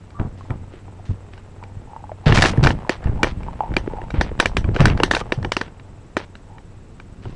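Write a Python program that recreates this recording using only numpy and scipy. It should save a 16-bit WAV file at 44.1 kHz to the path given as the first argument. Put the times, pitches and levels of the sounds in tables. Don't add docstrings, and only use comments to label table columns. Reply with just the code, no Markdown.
import sys
import numpy as np
from scipy import signal
from scipy.io import wavfile
from scipy.ndimage import uniform_filter1d

SR = 44100
rng = np.random.default_rng(int(sys.argv[2]) if len(sys.argv) > 2 else 0)


def file_out(sig):
    cols = np.atleast_2d(sig).T
    lim = np.clip(cols, -1, 1)
    pcm = np.round(lim * 32767).astype(np.int16)
    wavfile.write(sys.argv[1], SR, pcm)


N = 324399


def from_db(db):
    return 10 ** (np.asarray(db) / 20)


def rms_one(x):
    return x / np.sqrt(np.mean(x ** 2) + 1e-20)


def curves(rows):
    t_s, *columns = np.transpose(rows)
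    return [np.interp(np.arange(N) / SR, t_s, column) for column in columns]


def band(x, low_hz, high_hz, order=2):
    return signal.sosfilt(signal.butter(order, [low_hz, high_hz], "band", fs=SR, output="sos"), x)


def ring(x, hz, t60_s):
    r, w = from_db(-60 / (t60_s * SR)), 2 * np.pi * hz / SR
    return signal.lfilter([0, np.sin(w)], [1, -2 * r * np.cos(w), r * r], x + 1e-18)


def grains(per_s, spread_db):
    sizes = from_db(spread_db * np.minimum(rng.exponential(1, N), 4)) * rng.choice([-1, 1], N)
    return sizes * (rng.random(N) < per_s / SR)


def evened(x, window_s):
    width = int(window_s * SR)
    power = uniform_filter1d(uniform_filter1d(x ** 2, width), width)
    return x / np.sqrt(power + 1e-12)


def struck(times_s, sizes, hz, t60_s, contact_cycles):
    clicks = np.zeros(N)
    np.add.at(clicks, (times_s * SR).astype(int), sizes)
    touch = np.hanning(int(contact_cycles * SR / hz) + 3)
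    gain_at_mode = np.abs(np.sum(touch * np.exp(2j * np.pi * hz / SR * np.arange(len(touch)))))
    return ring(np.convolve(clicks, touch / gain_at_mode)[:N], hz, t60_s)


def damped_sines(rows, rise_cycles):
    out = np.zeros(N)
    for start_s, level_db, hz, t60_s in rows:
        start = int(start_s * SR)
        t = np.arange(min(int(t60_s * SR), N - start)) / SR
        rise = np.minimum(t * hz / rise_cycles, 1) ** 2
        envelope = rise * from_db(level_db - 60 * t / t60_s)
        out[start:start + len(t)] += envelope * np.sin(2 * np.pi * hz * t)
    return out


# f/Hz, relative density/dB
ROOM_SPECTRUM = [(18, -29), (30, -4), (101, -3), (146, -4), (432, -7.5), (611, -15), (907, -15.5),
                 (4990, -33), (7980, -33), (11000, -51), (14300, -83.5), (22000, -120)]


def room_noise(rms_db=-49):
    hz, density_db = np.transpose(ROOM_SPECTRUM)
    white = rng.standard_normal((2, N))
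    edges_hz = 22 * 2 ** np.arange(0, 9.6, .5)
    out = np.zeros(N)
    for k, (low_hz, high_hz) in enumerate(zip(edges_hz, edges_hz[1:])):
        centre_db = np.interp(np.log(low_hz * high_hz) / 2, np.log(hz), density_db)
        out += from_db(centre_db) * band(white[k % 2], low_hz, high_hz)
    return from_db(rms_db) * rms_one(out)


def hum(hz=95.04, width_hz=0.95, level_db=-41.5, lift_s=2.6, lift_db=-5.5):
    noise = band(rng.standard_normal(N), hz - width_hz / 2, hz + width_hz / 2, order=1)
    lifted = np.arange(N) > lift_s * SR
    return from_db(level_db + lift_db * lifted) * evened(noise, 0.45)


def whine(tone_hz=8000, pulse_hz=17.075, tone_db=-69.5, hiss_db=-71):
    t = np.arange(N) / SR
    on = np.cos(2 * np.pi * (pulse_hz * t + .22)) > 0
    gate = uniform_filter1d(on.astype(float), size=90)
    tone = np.sin(2 * np.pi * tone_hz * t)
    hiss = rms_one(band(rng.standard_normal(N), 7100, 8300, order=4))
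    return gate * (from_db(tone_db) * tone + from_db(hiss_db) * hiss)


# t/s, f/Hz, level/dB
WHIMPER_CONTOUR = [(.13, 1076, -81), (.155, 1162, -39.5), (.2, 1184, -42.5), (.25, 1210, -59),
                   (.28, 1230, -73)]


def whimper(gate_db=-69):
    hz, level_db = curves(WHIMPER_CONTOUR)
    flutter = 1 + 0.53 * rms_one(band(rng.standard_normal(N), 19, 150))
    tone = np.sin(2 * np.pi * np.cumsum(hz) / SR)
    return from_db(level_db) * flutter * tone * (level_db > gate_db)


# t/s, length/s, level/dB, centre f/Hz
BROAD_BURSTS = [(0.188, 0.071, -33, 346), (0.372, 0.12, -53, 1680), (0.494, 0.049, -36, 337),
                (0.721, 0.074, -49.5, 1100), (1.05, 0.073, -50, 1960), (1.325, 0.078, -53, 1390),
                (2.258, 0.071, -19, 1300), (2.34, 0.15, -20.5, 2000), (2.456, 0.06, -29.5, 2200),
                (2.626, 0.09, -25.5, 1850), (3.019, .10, -40.5, 570), (2.901, 0.056, -33, 1380),
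                (3.254, 0.056, -33, 1450), (4.14, 0.15, -35.5, 910), (4.389, 0.086, -32, 1500),
                (4.742, 0.055, -34.5, 1510), (4.787, 0.14, -25, 785), (5.107, 0.099, -29, 2160),
                (5.58, 0.095, -39.5, 1000), (6.176, 0.063, -36.5, 1300), (7.22, 0.2, -51, 1500)]
# t/s, length/s, level/dB
HOLLOW_RUBS = [(1.603, 0.11, -48), (1.871, 0.17, -45.5), (2.237, 0.058, -37), (3.188, 0.079, -32.5),
               (3.619, 0.098, -32), (3.898, 0.18, -36.5), (6.492, 0.11, -45.5)]


def scuffs_and_tails(lowpass_hz=1310, broad_octaves=3.57, hollow_hz=860, hollow_octaves=0.29):
    pole = np.exp(-2 * np.pi * lowpass_hz / SR)
    grit = signal.lfilter([1], [1, -pole], grains(per_s=4800, spread_db=5.4))
    bursts = [(*row, broad_octaves) for row in BROAD_BURSTS]
    bursts += [(*row, hollow_hz, hollow_octaves) for row in HOLLOW_RUBS]
    out = np.zeros(N)
    for start_s, length_s, level_db, hz, octaves in bursts:
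        start = int(start_s * SR)
        t = np.arange(int((length_s + .03) * SR)) / SR
        attack = np.minimum(t / 0.0043, 1)
        release = np.clip((length_s + 0.019 - t) / 0.016, 0, 1)
        envelope = attack * from_db(level_db - 7 * t / length_s) * release
        edge_ratio = 2 ** (octaves / 2)
        crunch = band(grit[start:start + len(t)], hz / edge_ratio, hz * edge_ratio, order=3)
        out[start:start + len(t)] += envelope[:len(crunch)] * rms_one(crunch)
    return out


# t/s, shove level/dB, slide level/dB
HAND_MOTION = [(0.0, -40.5, -55), (0.22, -37, -52), (2.19, -37.5, -50.5), (2.5, -43, -29.5),
               (2.85, -37, -40), (3.26, -22.5, -41.5), (3.6, -33.5, -41), (4.73, -21.5, -42.5),
               (5.0, -25.5, -34), (5.8, -38.5, -55), (7.03, -36.5, -63.5), (7.36, -32, -49)]


def slide(dull_gain_db=-2, bright_gain_db=-16):
    _, slide_db = curves(HAND_MOTION)
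    coarse = grains(per_s=900, spread_db=6.5)
    fine = grains(per_s=3000, spread_db=3.3)
    dull = band(coarse, 290, 950) + 0.0038 * ring(coarse, 867, 0.077)
    bright = (band(fine, 1200, 2840)
              + from_db(-21.5) * band(fine, 2100, 6000)
              + from_db(-22.5) * band(fine, 6000, 9500))
    friction = from_db(dull_gain_db) * rms_one(dull) + from_db(bright_gain_db) * rms_one(bright)
    return from_db(slide_db) * friction


# t/s, level/dB, f/Hz, t60 of the shaking after/s
SHOVES = [(0.195, -12, 103, 0.41), (0.498, -16, 115, 0.36), (0.608, -29, 93, .3), (1.091, -11, 93, 0.16),
          (1.766, -26, 105, 0.6), (2.264, -0.5, 148.6, 0.91), (2.373, -11.5, 67.6, 0.46),
          (2.441, -14, 107.8, .4), (2.578, -6, 119, .4), (2.627, -0.5, 137, 0.42), (3.054, -9, 49.3, 0.6),
          (3.367, -21.5, 56.5, 0.98), (3.688, -16, 51.1, 1.04), (4.138, -11.5, 145.5, 0.52),
          (4.179, -9.5, 50.5, 0.19), (4.508, -31, 78.1, .5), (4.58, -10.5, 51.4, 0.22),
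          (4.638, -14, 70, 0.19), (4.682, -7, 105.5, 0.23), (4.8, -0.5, 140.4, 0.76),
          (5.375, -13, 129, 0.19), (5.417, -14, 97, 0.32), (5.904, -27, 94, .3), (7.257, -22.5, 104, 0.33)]


def thumps(t60_s=0.11, gain_db=1.5):
    swings = [(t_s, level_db + gain_db, hz, t60_s) for t_s, level_db, hz, _ in SHOVES]
    return damped_sines(swings, rise_cycles=0.52)


def grip(rest_db=-44.5, sway_gain_db=-9.5, shake_gain_db=-7, shake_rise_s=0.01):
    t = np.arange(N) / SR
    hand_db, _ = curves(HAND_MOTION)
    sway_db = rest_db + 1.33 * (hand_db - rest_db) + sway_gain_db
    sway_power = from_db(sway_db) ** 2
    rumble_power = from_db(hand_db - 7.5) ** 2
    for start_s, level_db, hz, t60_s in SHOVES:
        age_s = np.maximum(t - start_s, 0)
        rise = np.minimum(age_s / shake_rise_s, 1)
        shake_power = rise * from_db(level_db + shake_gain_db - 60 * age_s / t60_s) ** 2
        rumble_power += shake_power
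        sway_power += shake_power * from_db(-3 * np.log2(hz / 60)) ** 2
    sway = evened(band(grains(per_s=90, spread_db=3.7), 12, 60.6), 0.05)
    jolts = grains(per_s=150, spread_db=2.2)
    rumble = evened(band(jolts, 68, 200) + 0.0044 * ring(jolts, 123.3, 0.061), 0.084)
    return np.sqrt(sway_power) * sway + from_db(-2) * np.sqrt(rumble_power) * rumble


# t/s, level/dB, f/Hz
FINGER_TAPS = [(0.199, -17.5, 271), (0.409, -34.5, 1080), (0.996, -35, 726), (1.627, -30, 950),
               (1.933, -30.5, 870), (1.963, -24.5, 913), (2.04, -27, 854), (2.094, -27.5, 850),
               (2.117, -20.5, 630), (2.849, -28, 990), (3.484, -22.5, 930), (3.606, -9, 843),
               (3.636, -20, 750), (3.718, -16, 301), (3.876, -10, 350), (3.935, -17.5, 463),
               (3.985, -23.5, 776), (4.315, -18, 425), (4.69, -11, 344), (4.753, -16, 332),
               (5.213, -22, 1200)]


def taps(t60_s=.035, nail_gain_db=-7):
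    main = [(t_s, db + 3, hz, t60_s * np.clip(hz / 800, .6, 1)) for t_s, db, hz in FINGER_TAPS]
    upper = [(t_s, db - 12.5, hz * 1.126, 1.2 * t60_s) for t_s, db, hz in FINGER_TAPS]
    times_s, level_db, _ = np.transpose(FINGER_TAPS)
    nail = struck(times_s, from_db(level_db + nail_gain_db), hz=1600, t60_s=0.0028, contact_cycles=.4)
    return damped_sines(main + upper, rise_cycles=0.69) + nail


# f/Hz, level/dB, t60/s
CASE_MODES = [(373.7, 4.5, 0.032), (472, 4, 0.031), (778, 2.5, 0.012), (907, 3.5, 0.02), (1547, -4, 0.022),
              (1797, 5, 0.0093), (2353, -2, 0.015), (2822, 3, 0.0059), (3897, 7, 0.012), (4547, 8, 0.0064),
              (5330, 5.5, 0.0039), (7230, -3, 0.0089), (8960, -18, 0.022)]
MODE_PARTS = [1, 1, 1, 1, 0, 0, 0, 0, 2, 2, 2, 2, 2]
# t/s, clack level/dB, body level re clack/dB
CASE_KNOCKS = [(0.1048, -43, -14), (0.1965, -26, 0), (0.5049, -25.5, 5), (0.7366, -44, 7), (0.789, -48, -5),
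               (0.8802, -46.5, 8), (1.3352, -33.5, -5), (1.3773, -34, -4), (1.6368, -32, -10),
               (2.2691, -13, 1.5), (2.2802, -16, -17), (2.2915, -20, 7), (2.3234, -7, -4.5),
               (2.357, -7.5, -11.5), (2.374, -5, -13), (2.388, -9, -12), (2.4217, -4.5, -28),
               (2.4257, -4.5, -16.5), (2.4387, -7, -7), (2.4508, -6.5, -3.5), (2.4574, -5.5, -14.5),
               (2.5334, -28, 5), (2.5745, -27.5, 6.5), (2.6382, -7.5, -20), (2.6474, -8.5, -3.5),
               (2.6602, -11, -3.5), (2.6705, -2.5, -3.5), (2.7048, -17.5, 0.5), (2.8942, -5, -8.5),
               (3.041, -35, -20), (3.0704, -31.5, 7), (3.2312, 1, -11.5), (3.2432, -14.5, 2.5),
               (3.269, -24, 3), (3.432, -33.5, -10), (3.7388, -24.5, -7), (3.7663, -4.5, -8),
               (4.0159, -35.5, 8), (4.1047, -24.5, -14), (4.1408, -29.5, 4.5), (4.2112, -5, -12),
               (4.3997, 2, -10.5), (4.4253, -21, -2), (4.4574, -6.5, -12), (4.5684, -5, -12.5),
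               (4.6432, -25, 4), (4.7624, -15, -3), (4.7969, -24, -8), (4.805, -5.5, -14),
               (4.8138, -10.5, 0.5), (4.8554, -1, -10.5), (4.8708, -11.5, -2), (4.881, -15, -12),
               (4.8993, -17, -8), (4.975, -23, -11), (5.0003, -15.5, 1), (5.034, 0, -12.5),
               (5.1118, -3, -14), (5.136, -13.5, -3), (5.1494, -8, -21), (5.1661, -10.5, -7),
               (5.2107, -23, 0.5), (5.3214, -8, -7), (5.428, -24, -4.5), (5.4471, -16, -3.5),
               (5.5196, -7, -15), (5.5669, -7.5, -12.5), (5.6128, -12.5, -10), (5.679, -38, -4),
               (5.7967, -38, -7), (6.1677, -7, -9), (6.2005, -30, -3), (6.3534, -32, -12),
               (6.5821, -39, -4), (6.999, -32, -7), (7.2542, -34.5, 6)]


def knocks(tail_by_part_db=(-24.5, -15, -16.5), tail_t60_s=0.12):
    times_s, clack_db, body_db = np.transpose(CASE_KNOCKS)
    tick_db = clack_db - 21.5 - 0.6326 * body_db
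    part_db = [clack_db, clack_db + body_db, tick_db]
    draws = rng.random((len(times_s), 4, len(CASE_MODES)))
    grit = grains(per_s=5000, spread_db=2)
    power_decay = from_db(-60 / (tail_t60_s * SR)) ** 2
    out = np.zeros(N)
    for k, ((hz, mode_db, t60_s), part) in enumerate(zip(CASE_MODES, MODE_PARTS)):
        size_draw, tail_draw, sign_draw, lag_draw = draws[:, :, k].T
        blow_db = part_db[part] + mode_db
        touch = from_db(blow_db - 6.5 + 11.9 * (size_draw - .5))
        rebound = .9 * touch * np.sign(sign_draw - .5)
        rebound_s = times_s + .0006 + .0014 * lag_draw
        out += struck(np.r_[times_s, rebound_s], np.r_[touch, rebound], hz, t60_s, contact_cycles=0.87)

        tail_db = blow_db + tail_by_part_db[part] + 5.2 * (tail_draw - 1.5)
        onsets = np.zeros(N)
        np.add.at(onsets, (times_s * SR).astype(int), from_db(tail_db) ** 2)
        tail_power = signal.lfilter([1], [1, -power_decay], onsets + 1e-18)
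        out += np.sqrt(tail_power) * rms_one(band(grit, hz / 1.12, hz * 1.12))
    return band(out, 200, 14000)


def scene():
    handling = knocks() + taps() + thumps() + grip() + slide() + scuffs_and_tails()
    return (handling + whimper() + room_noise() + hum() + whine())[None]


def record(dry, overload=.68, converter_hz=10700, cutoff_hz=15900):
    flattened = dry / (1 + np.abs(dry / overload) ** 4) ** (1 / 4)
    narrowed = signal.sosfilt(signal.ellip(5, .3, 10, converter_hz, fs=SR, output="sos"), flattened)
    return signal.sosfilt(signal.cheby2(12, 70, cutoff_hz, fs=SR, output="sos"), narrowed)


dry = scene()
out = record(dry)
file_out(out)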